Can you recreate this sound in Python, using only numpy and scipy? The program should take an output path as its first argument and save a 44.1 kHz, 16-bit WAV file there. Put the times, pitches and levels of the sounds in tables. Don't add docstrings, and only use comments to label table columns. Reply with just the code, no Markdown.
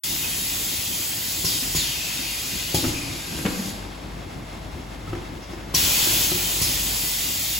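import sys
import numpy as np
from scipy import signal
from scipy.fft import rfft, irfft, next_fast_len
from scipy.io import wavfile
from scipy.ndimage import uniform_filter1d, map_coordinates

SR = 44100
rng = np.random.default_rng(int(sys.argv[2]) if len(sys.argv) > 2 else 0)


def persist_wave(psi):
    counts = np.round(np.clip(psi, -1, 1) * 32767).astype(np.int16)
    wavfile.write(sys.argv[1], SR, np.atleast_2d(counts).T)


N = 334719

# opens in s, shuts in s, level in dB, treble in dB, top shelf in dB.
VALVES = [(0, 1.76, -26, 1.5, 0), (1.75, 2.89, -25.5, -2.5, 1), (2.85, 3.704, -31, -0.5, -8),
          (5.743, 8, -24, 1.5, 0.5)]
# start in s, relative kick, tube ring and puff levels in dB, puff t60 in s.
STROKES = [(1.442, -24, -15, -23, 0.9), (1.746, -23, -18, -23.5, 0.59), (2.74, -17, -51, -19, 0.28),
           (5.739, -22.5, -8.5, -19, 0.12), (6.611, -25, -14, -20, 0.43)]
RISE_PER_T60 = 0.043


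def amp(db):
    return np.exp(np.log(10) / 20 * np.asarray(db))


def unit(x):
    return x / np.sqrt(np.mean(x ** 2) + 1e-20)


def along(points, hz):
    knots_hz, values = np.transpose(points)
    return np.interp(np.log(hz + 1), np.log(knots_hz + 1), values)


def wobble(rate_hz):
    knots = rng.standard_normal(int(N * rate_hz / SR) + 4)
    return map_coordinates(knots, [np.arange(N) * rate_hz / SR])


def patches(shape, bins=3, frames=22):
    return unit(uniform_filter1d(uniform_filter1d(rng.standard_normal(shape), bins, 0), frames, 1))


def filtered(x, response):
    size = next_fast_len(x.shape[-1] + SR // 4)
    return irfft(rfft(x, size) * response(np.fft.rfftfreq(size, 1 / SR)), size)[..., :x.shape[-1]]


def swept(x, gain, size=256):
    hz, t, spectra = signal.stft(x, SR, nperseg=size)
    return signal.istft(spectra * gain(hz[:, None], t), SR, nperseg=size)[1][:, :N]


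def noise(spectrum, peaks=()):
    def colour(hz):
        resonance = sum(amp(db) / (1 + (2 * (hz - peak_hz) / width_hz) ** 2)
                        for peak_hz, width_hz, db in peaks)
        return amp(along(spectrum, hz)) * (1 + resonance)
    return unit(filtered(rng.standard_normal((2, N)), colour))


def whistle(centre_hz, width_hz):
    white = rng.standard_normal((2, 2, len(centre_hz)))
    flutter = filtered(white, lambda hz: 1 / (1 + (2 * hz / width_hz) ** 2))
    phase = 2 * np.pi * np.cumsum(centre_hz) / SR
    return unit(flutter[0] * np.cos(phase) + flutter[1] * np.sin(phase))


def held(t, on_s, off_s, rise_s, t60_s):
    attack = 1 - np.exp(-np.maximum(t - on_s, 0) / rise_s)
    return attack * amp(-60 * np.maximum(t - off_s, 0) / t60_s)


def fade(t, t60_s, rise_s):
    return held(t, 0, 0, rise_s, t60_s)


def ring(modes, t, pitch=1, length=1):
    return sum((-1) ** k * amp(db + rng.normal(0, 1)) * fade(t, t60 * length, rise_s=0.0017)
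               * np.sin(2 * np.pi * freq * pitch * t) for k, (freq, db, t60) in enumerate(modes))


def add(track, start_s, sound):
    part = track[..., round(start_s * SR):][..., :sound.shape[-1]]
    part += sound[..., :part.shape[-1]]


def jet(spectrum, peaks, echo_db, echoes=12):
    delays_s = rng.uniform(.001, .022, echoes)
    panels = np.zeros(SR // 8)
    panels[np.round(delays_s * SR).astype(int)] = amp(echo_db) * rng.choice([-1, 1], echoes)
    panels[0] = 1
    return unit(signal.fftconvolve(noise(spectrum, peaks), panels[None], axes=1)[:, :N])


def flow(t, on_s, off_s, db, sag_db_per_s=1, shut_s=0.013, step_db=-3):
    shut = np.clip((t - off_s) / shut_s, 0, 1)
    level_db = db - sag_db_per_s * (t - on_s) + step_db * shut
    return held(t, on_s, off_s, rise_s=0.0061, t60_s=1.6) * amp(level_db)


def valve_power(t):
    return np.array([flow(t, on_s, off_s, db) ** 2 for on_s, off_s, db, _, _ in VALVES])


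def ejectors(dull_db_per_s=59, shelf_hz=12700, patchy_db=1.38):
    # frequency in Hz, density in dB.
    spectrum = [(200, -30), (700, -9), (1450, -8.5), (1850, -5.5), (2400, -4.5), (3300, -4), (5000, 0.05),
                (6500, -0.3), (7200, -1.1), (8000, 1.5), (11000, -1.5), (13200, 2), (15500, -3)]
    # centre in Hz, width in Hz, level in dB re the jet.
    silencer = [(1611, 25, -7), (2016, 50, -2), (2103, 165, -6), (2505, 120, 1), (2867, 223, 2),
                (3156, 35, 6), (3300, 70, 4), (3390, 40, 2), (3660, 250, 1), (4090, 75, -3),
                (4410, 260, -8), (4560, 50, -3), (4772, 260, -9), (5102, 37, -5), (5360, 45, -11),
                (5632, 35, -8), (5770, 50, -12), (6108, 30, -5), (6525, 35, -8), (6652, 35, -7),
                (7085, 260, -2), (11477, 40, -8), (14797, 55, -5), (15647, 40, -7)]
    # frequency in Hz, factor on the treble dB.
    dulling = [(3000, 0.078), (5000, 0.24), (7000, 0.78), (9500, 0.81), (12000, 0.99), (13800, 1.7),
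               (16000, 1.5)]

    def colour(hz, t):
        power = valve_power(t) + 1e-20
        shares = power / power.sum(axis=0)
        treble_db = sum(share * (db - dull_db_per_s * np.clip(t - off_s, 0, .5))
                        for share, (_, off_s, _, db, _) in zip(shares, VALVES))
        shelf_db = np.array(VALVES)[:, -1] @ shares
        turbulence_db = patchy_db * patches((len(hz), len(t)))
        return amp(treble_db * along(dulling, hz) + shelf_db * (hz > shelf_hz) + turbulence_db)

    hiss = swept(jet(spectrum, silencer, echo_db=-19), colour, size=512)
    strength = np.sqrt(valve_power(np.arange(N) / SR).sum(axis=0))
    return hiss * strength * amp(0.19 * wobble(12))


def edge_tones(swing_db=2, swing_hz=4):
    # centre in Hz, width in Hz, level in dB re the jet.
    tones = [(2013, 43, -29), (2508, 80, -23.5)]
    strength = np.sqrt(valve_power(np.arange(N) / SR).sum(axis=0))
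    return strength * sum(amp(db + swing_db * wobble(swing_hz)) * whistle(np.full(N, hz), width_hz)
                          for hz, width_hz, db in tones)


def motors(motor_hz=49, octave_db=-10, fan_hz=171.5, fan_db=-49.5):
    # time in s, level in dB.
    hum_levels = [(0, -55), (.5, -45), (1.15, -55), (1.7, -42.5), (2.4, -47), (4, -42.5), (6.7, -39),
                  (7.59, -45)]
    hum_db = np.interp(np.arange(N) / SR, *np.transpose(hum_levels))
    shaft = 2 * np.pi * np.cumsum(motor_hz + 1.54 * wobble(7)) / SR
    fundamental = np.sin(shaft) * amp(2.4 * wobble(7.7))
    octave = np.sin(2 * shaft) * amp(octave_db + 2.0 * wobble(6.9))
    fan_gain = amp(fan_db + 1.5 * wobble(8.6))
    fan_phase = 2 * np.pi * np.cumsum(fan_hz + 3 * wobble(11)) / SR
    return amp(hum_db) * unit(fundamental + octave) + fan_gain * np.sin(fan_phase)


def conveyor(spin_up_s=0.039, run_down_t60_s=2.1):
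    # start in s, stop in s, rumble in dB, rustle in dB.
    drives = [(0, 8, -41, -44.5), (2.8, 7, -41.5, -43), (5.72, 6.3, -39.5, -39)]
    # frequency in Hz, density in dB.
    roller_spectrum = [(20, -38), (40, -24), (65, 1.5), (100, 0), (165, -1.5), (215, -4), (320, -2.5),
                       (450, -13), (900, -24), (2000, -42.5)]
    belt_spectrum = [(150, -52), (450, -1.5), (800, 0.5), (1400, -6), (2000, -8.5), (2130, -3.5),
                     (2260, -10), (3200, -12.5), (4200, -13), (5400, -15.5), (6500, -19), (8600, -18),
                     (11000, -23), (15500, -29)]
    # centre in Hz, width in Hz, level in dB re the rustle.
    whines = [(2680, 220, -6.5), (3320, 36, 6), (3630, 42, 1), (5500, 110, -6)]
    t = np.arange(N) / SR
    power = sum(np.outer(amp(levels_db), held(t, on_s, off_s, spin_up_s, run_down_t60_s)) ** 2
                for on_s, off_s, *levels_db in drives)
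    rumble_gain, rustle_gain = np.sqrt(power)
    rollers = noise(roller_spectrum) * rumble_gain * amp(2.0 * wobble(22))
    belt = noise(belt_spectrum, whines) * rustle_gain * amp(0.95 * wobble(30))
    return rollers + belt


def squeaks():
    # start in s, level in dB, pitch in Hz, sag in Hz/s, t60 in s, width in Hz.
    events = [(.215, -34, 3220, 3000, .22, 130), (.236, -25.5, 2540, 0, 0.11, 70),
              (1.752, -20.5, 7030, 2000, 0.16, 260), (2.745, -25, 3270, 0, .12, 160),
              (2.766, -31, 4130, 2200, 0.27, 109), (2.915, -32.5, 2524, 801, 0.86, 300),
              (3.17, -43, 1595, 30.5, 2.3, 65), (5.42, -42, 5300, 0, .2, 1410),
              (5.515, -43, 5300, 0, 0.18, 1410), (5.747, -11, 5780, 0, .07, 600),
              (5.88, -35, 2520, 0, 0.3, 50), (6.617, -24, 5780, -5, .09, 220),
              (6.96, -42, 2000, -1, 1.8, 60)]
    t, out = np.arange(SR) / SR, np.zeros((2, N))
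    for start_s, db, hz, sag_hz_per_s, t60_s, width_hz in events:
        envelope = amp(db) * fade(t, t60_s, RISE_PER_T60 * t60_s)
        add(out, start_s, envelope * whistle(hz - sag_hz_per_s * t, width_hz))
    return out


def pistons(tube_hz=1050):
    # frequency in Hz, level in dB, t60 in s.
    frame_modes = [(73.5, -5, 0.17), (118, -1, 0.095), (168, -1, 0.11), (279, -6.5, 0.097),
                   (369, -1, 0.048), (512, -5, 0.029), (750, -10.5, 0.052)]
    t, out = np.arange(SR // 2) / SR, np.zeros(N)
    for start_s, kick_db, tube_db, *_ in STROKES:
        tube = amp(tube_db + 5.5) * fade(t, t60_s=0.081, rise_s=.001) * np.sin(2 * np.pi * tube_hz * t)
        add(out, start_s, amp(kick_db - 0.5) * (ring(frame_modes, t) + tube))
    return out


def vents(lag_s=0.0037):
    # frequency in Hz, density in dB.
    spectrum = [(200, -31), (900, -7), (1800, -6), (3000, -1), (5000, 5), (7000, 3), (11300, 3.5),
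                (16000, -1)]
    t, envelope = np.arange(SR) / SR, np.zeros(N)
    for start_s, _, _, db, t60_s in STROKES:
        add(envelope, start_s + lag_s, amp(db) * fade(t, t60_s, rise_s=0.0011))
    return jet(spectrum, (), echo_db=-6) * envelope


def throttles(rest_hz=2432, tail_width_hz=340, sputter_db=0.5):
    # start in s, level in dB, first pitch in Hz, glide in s, t60 in s,
    # width in Hz, tail level in dB.
    exhausts = [(1.446, -22.5, 5820, .27, 0.36, 850, -56), (1.446, -29, 5150, .115, 0.59, 330, -50),
                (1.766, -23, 5047, .115, .38, 430, -35), (2.742, -31.5, 4416, 0.33, 0.42, 1105, -55),
                (5.756, -19, 4900, 0.11, 0.098, 700, -47), (6.616, -29, 5800, 0.093, 0.58, 1500, -52.5)]
    t, out = np.arange(SR) / SR, np.zeros((2, N))
    for start_s, db, start_hz, glide_s, t60_s, width_hz, tail_db in exhausts:
        centre_hz = rest_hz + (start_hz - rest_hz) / (1 + t / glide_s) ** 2
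        burst = amp(db) * fade(t, t60_s, RISE_PER_T60 * t60_s) * whistle(centre_hz, width_hz)
        tail = amp(tail_db) * fade(t, t60_s=3, rise_s=0.09) * whistle(centre_hz, tail_width_hz)
        add(out, start_s, burst + tail)
    return out * amp(sputter_db * wobble(120))


def buckets(clatter_lag_s=0.0023):
    # start in s, relative level in dB,
    # pitch in Hz, relative clatter in dB, ring t60 in s.
    bumps = [(1.62, -30.5, 263, -6, 0.13), (2.743, -19, 372, -12, 0.043), (2.76, -25, 280, -18, .08),
             (2.787, -22, 308, -16, 0.061), (2.828, -22, 290, -16, 0.06), (2.838, -15, 284, -12, 0.067),
             (2.847, -16, 315, -18, 0.084), (2.864, -14, 94, -25, 0.087), (2.88, -26, 334, -20, .06),
             (2.932, -23, 287, -20, .06), (3.029, -23, 127, -20, 0.12), (3.385, -21.5, 291, -10, 0.066),
             (3.449, -10.5, 200, -13.5, 0.084), (3.459, -18.5, 202, -4.5, .055),
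             (3.465, -20, 490, -20, 0.074), (3.479, -19.5, 296, -18, 0.081), (3.502, -20, 197, -22, 0.084),
             (3.521, -27, 280, -22, 0.076), (3.592, -23.5, 223, -22, 0.13), (3.652, -27, 207, -20, .14),
             (5.091, -21.5, 106, -17, 0.11), (5.128, -18, 339, -13.5, 0.088), (5.148, -22.5, 350, -13, .06),
             (5.531, -27, 340, -8, 0.089), (6.025, -24, 94, -18, .14), (6.068, -20.5, 350, -12, 0.06),
             (6.095, -24, 102, -22, 0.14), (6.315, -22.5, 362, -8, 0.13), (6.69, -30.5, 267, -23, .12)]
    # multiple of the pitch, level in dB, share of the ring t60.
    modes = [(.45, -9, 1), (.8, -8, 1), (1, 2.5, 0.88), (1.22, -16, 0.61), (1.52, -11, 0.74),
             (1.9, -10, 0.36), (2.28, -15.5, 0.78), (2.8, -16.5, 0.75), (3.7, -13.5, 0.33)]
    # frequency in Hz, density in dB.
    clatter_spectrum = [(150, -23.5), (450, -9), (900, -3.5), (1800, -2), (3000, -7.5), (4000, -16),
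                        (12000, -25)]
    t, knocks, rattle = np.arange(SR // 4) / SR, np.zeros(N), np.zeros(N)
    burst = fade(t, t60_s=0.048, rise_s=0.00077)
    for start_s, db, pitch_hz, clatter_db, t60_s in bumps:
        add(knocks, start_s, amp(db - 2.5) * ring(modes, t, pitch_hz, t60_s))
        add(rattle, start_s + clatter_lag_s, amp(db + clatter_db) * burst)
    return knocks + struck_parts(), rattle * noise(clatter_spectrum)


def struck_parts():
    # start in s, level in dB.
    landings = [(2.744, -25), (2.762, -32), (2.843, -30)]
    pings = [(2.845, -35), (5.072, -37.5), (5.128, -37)]
    clacks = [(3.452, -31), (3.461, -27)]
    # frequency in Hz, level in dB, t60 in s.
    bed_modes = [(505, -2.5, 0.076), (602, -3.5, .06), (700, -4.5, .07), (850, -2, 0.071)]
    rail_modes = [(1275, 2, 0.095), (1364, -2, 0.055)]
    rim_modes = [(780, 1, 0.045), (1130, -5, 0.037), (1620, -5, .06), (1824, 0.5, .06), (2230, -3, .05)]
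    t, out = np.arange(SR // 4) / SR, np.zeros(N)
    for blows, modes in ((pings, rail_modes), (landings, bed_modes), (clacks, rim_modes)):
        for start_s, db in blows:
            add(out, start_s, amp(db) * ring(modes, t))
    return out


def blow_off():
    # frequency in Hz, density in dB.
    spectrum = [(200, -26.5), (700, -11.5), (1700, -9.5), (2400, -3), (4200, -0.5), (7300, -2.5),
                (9000, -3.5), (11000, -3), (13800, 0.5), (15600, -1.5)]
    # centre in Hz, width in Hz, level in dB re the jet.
    pipe = [(2500, 100, -8), (3280, 350, -4), (4520, 200, -7), (6720, 200, -6), (7750, 300, -5)]
    return jet(spectrum, pipe, echo_db=-13.5) * flow(np.arange(N) / SR, on_s=5.739, off_s=6.256, db=-20)


def hall(x):
    # frequency in Hz, t60 in s.
    decay = [(100, 1), (300, 0.99), (1500, 0.99), (5000, 1), (14000, 0.13)]
    tail = swept(rng.standard_normal((2, SR)), lambda hz, t: fade(t, along(decay, hz), rise_s=0.0052))
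    return signal.fftconvolve(np.atleast_2d(x), tail / np.linalg.norm(tail[0]), axes=1)[:, :N]


def stereo_spread(pair):
    # frequency in Hz, correlation.
    likeness = [(60, .97), (150, .9), (330, .7), (600, .12), (1400, .05), (2400, .62), (4600, .55),
                (5600, .3), (6500, .95), (7650, .95), (8400, -.995), (9550, -.995), (10300, .95),
                (11800, .95), (12550, -.995), (13650, -.995), (14700, .95)]

    def mid_side_gains(hz):
        angle = np.arccos(np.clip(along(likeness, hz), -1, 1)) / 2
        return np.array([np.cos(angle), np.sin(angle)])

    mid, side = filtered(pair, mid_side_gains)
    return np.array([mid + side, mid - side])


def scene():
    knocks, clatter = buckets()
    hum, running = motors(), conveyor()
    thumps, puffs, whistles = pistons(), vents(), throttles() + squeaks()
    echo = hall(amp(-6.5) * (knocks + thumps) + amp(-5) * clatter
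                + amp(-4.5) * puffs + amp(-8.5) * whistles)
    air = ejectors() + edge_tones() + blow_off() + puffs + whistles
    return stereo_spread(air + running + clatter + echo) + knocks + thumps + hum


def record(dry, silence_s=.036, top_hz=15820):
    # frequency in Hz, left minus right in dB.
    balance = [(50, 3), (120, 0.5), (500, 3.3), (1200, 0.3), (3000, 2.5), (5500, 2.5), (6600, 0)]
    gated = dry * (np.arange(N) > silence_s * SR)
    return filtered(gated, lambda hz: amp(np.outer([.5, -.5], along(balance, hz))) * (hz < top_hz))


dry = scene()
out = record(dry)
persist_wave(out)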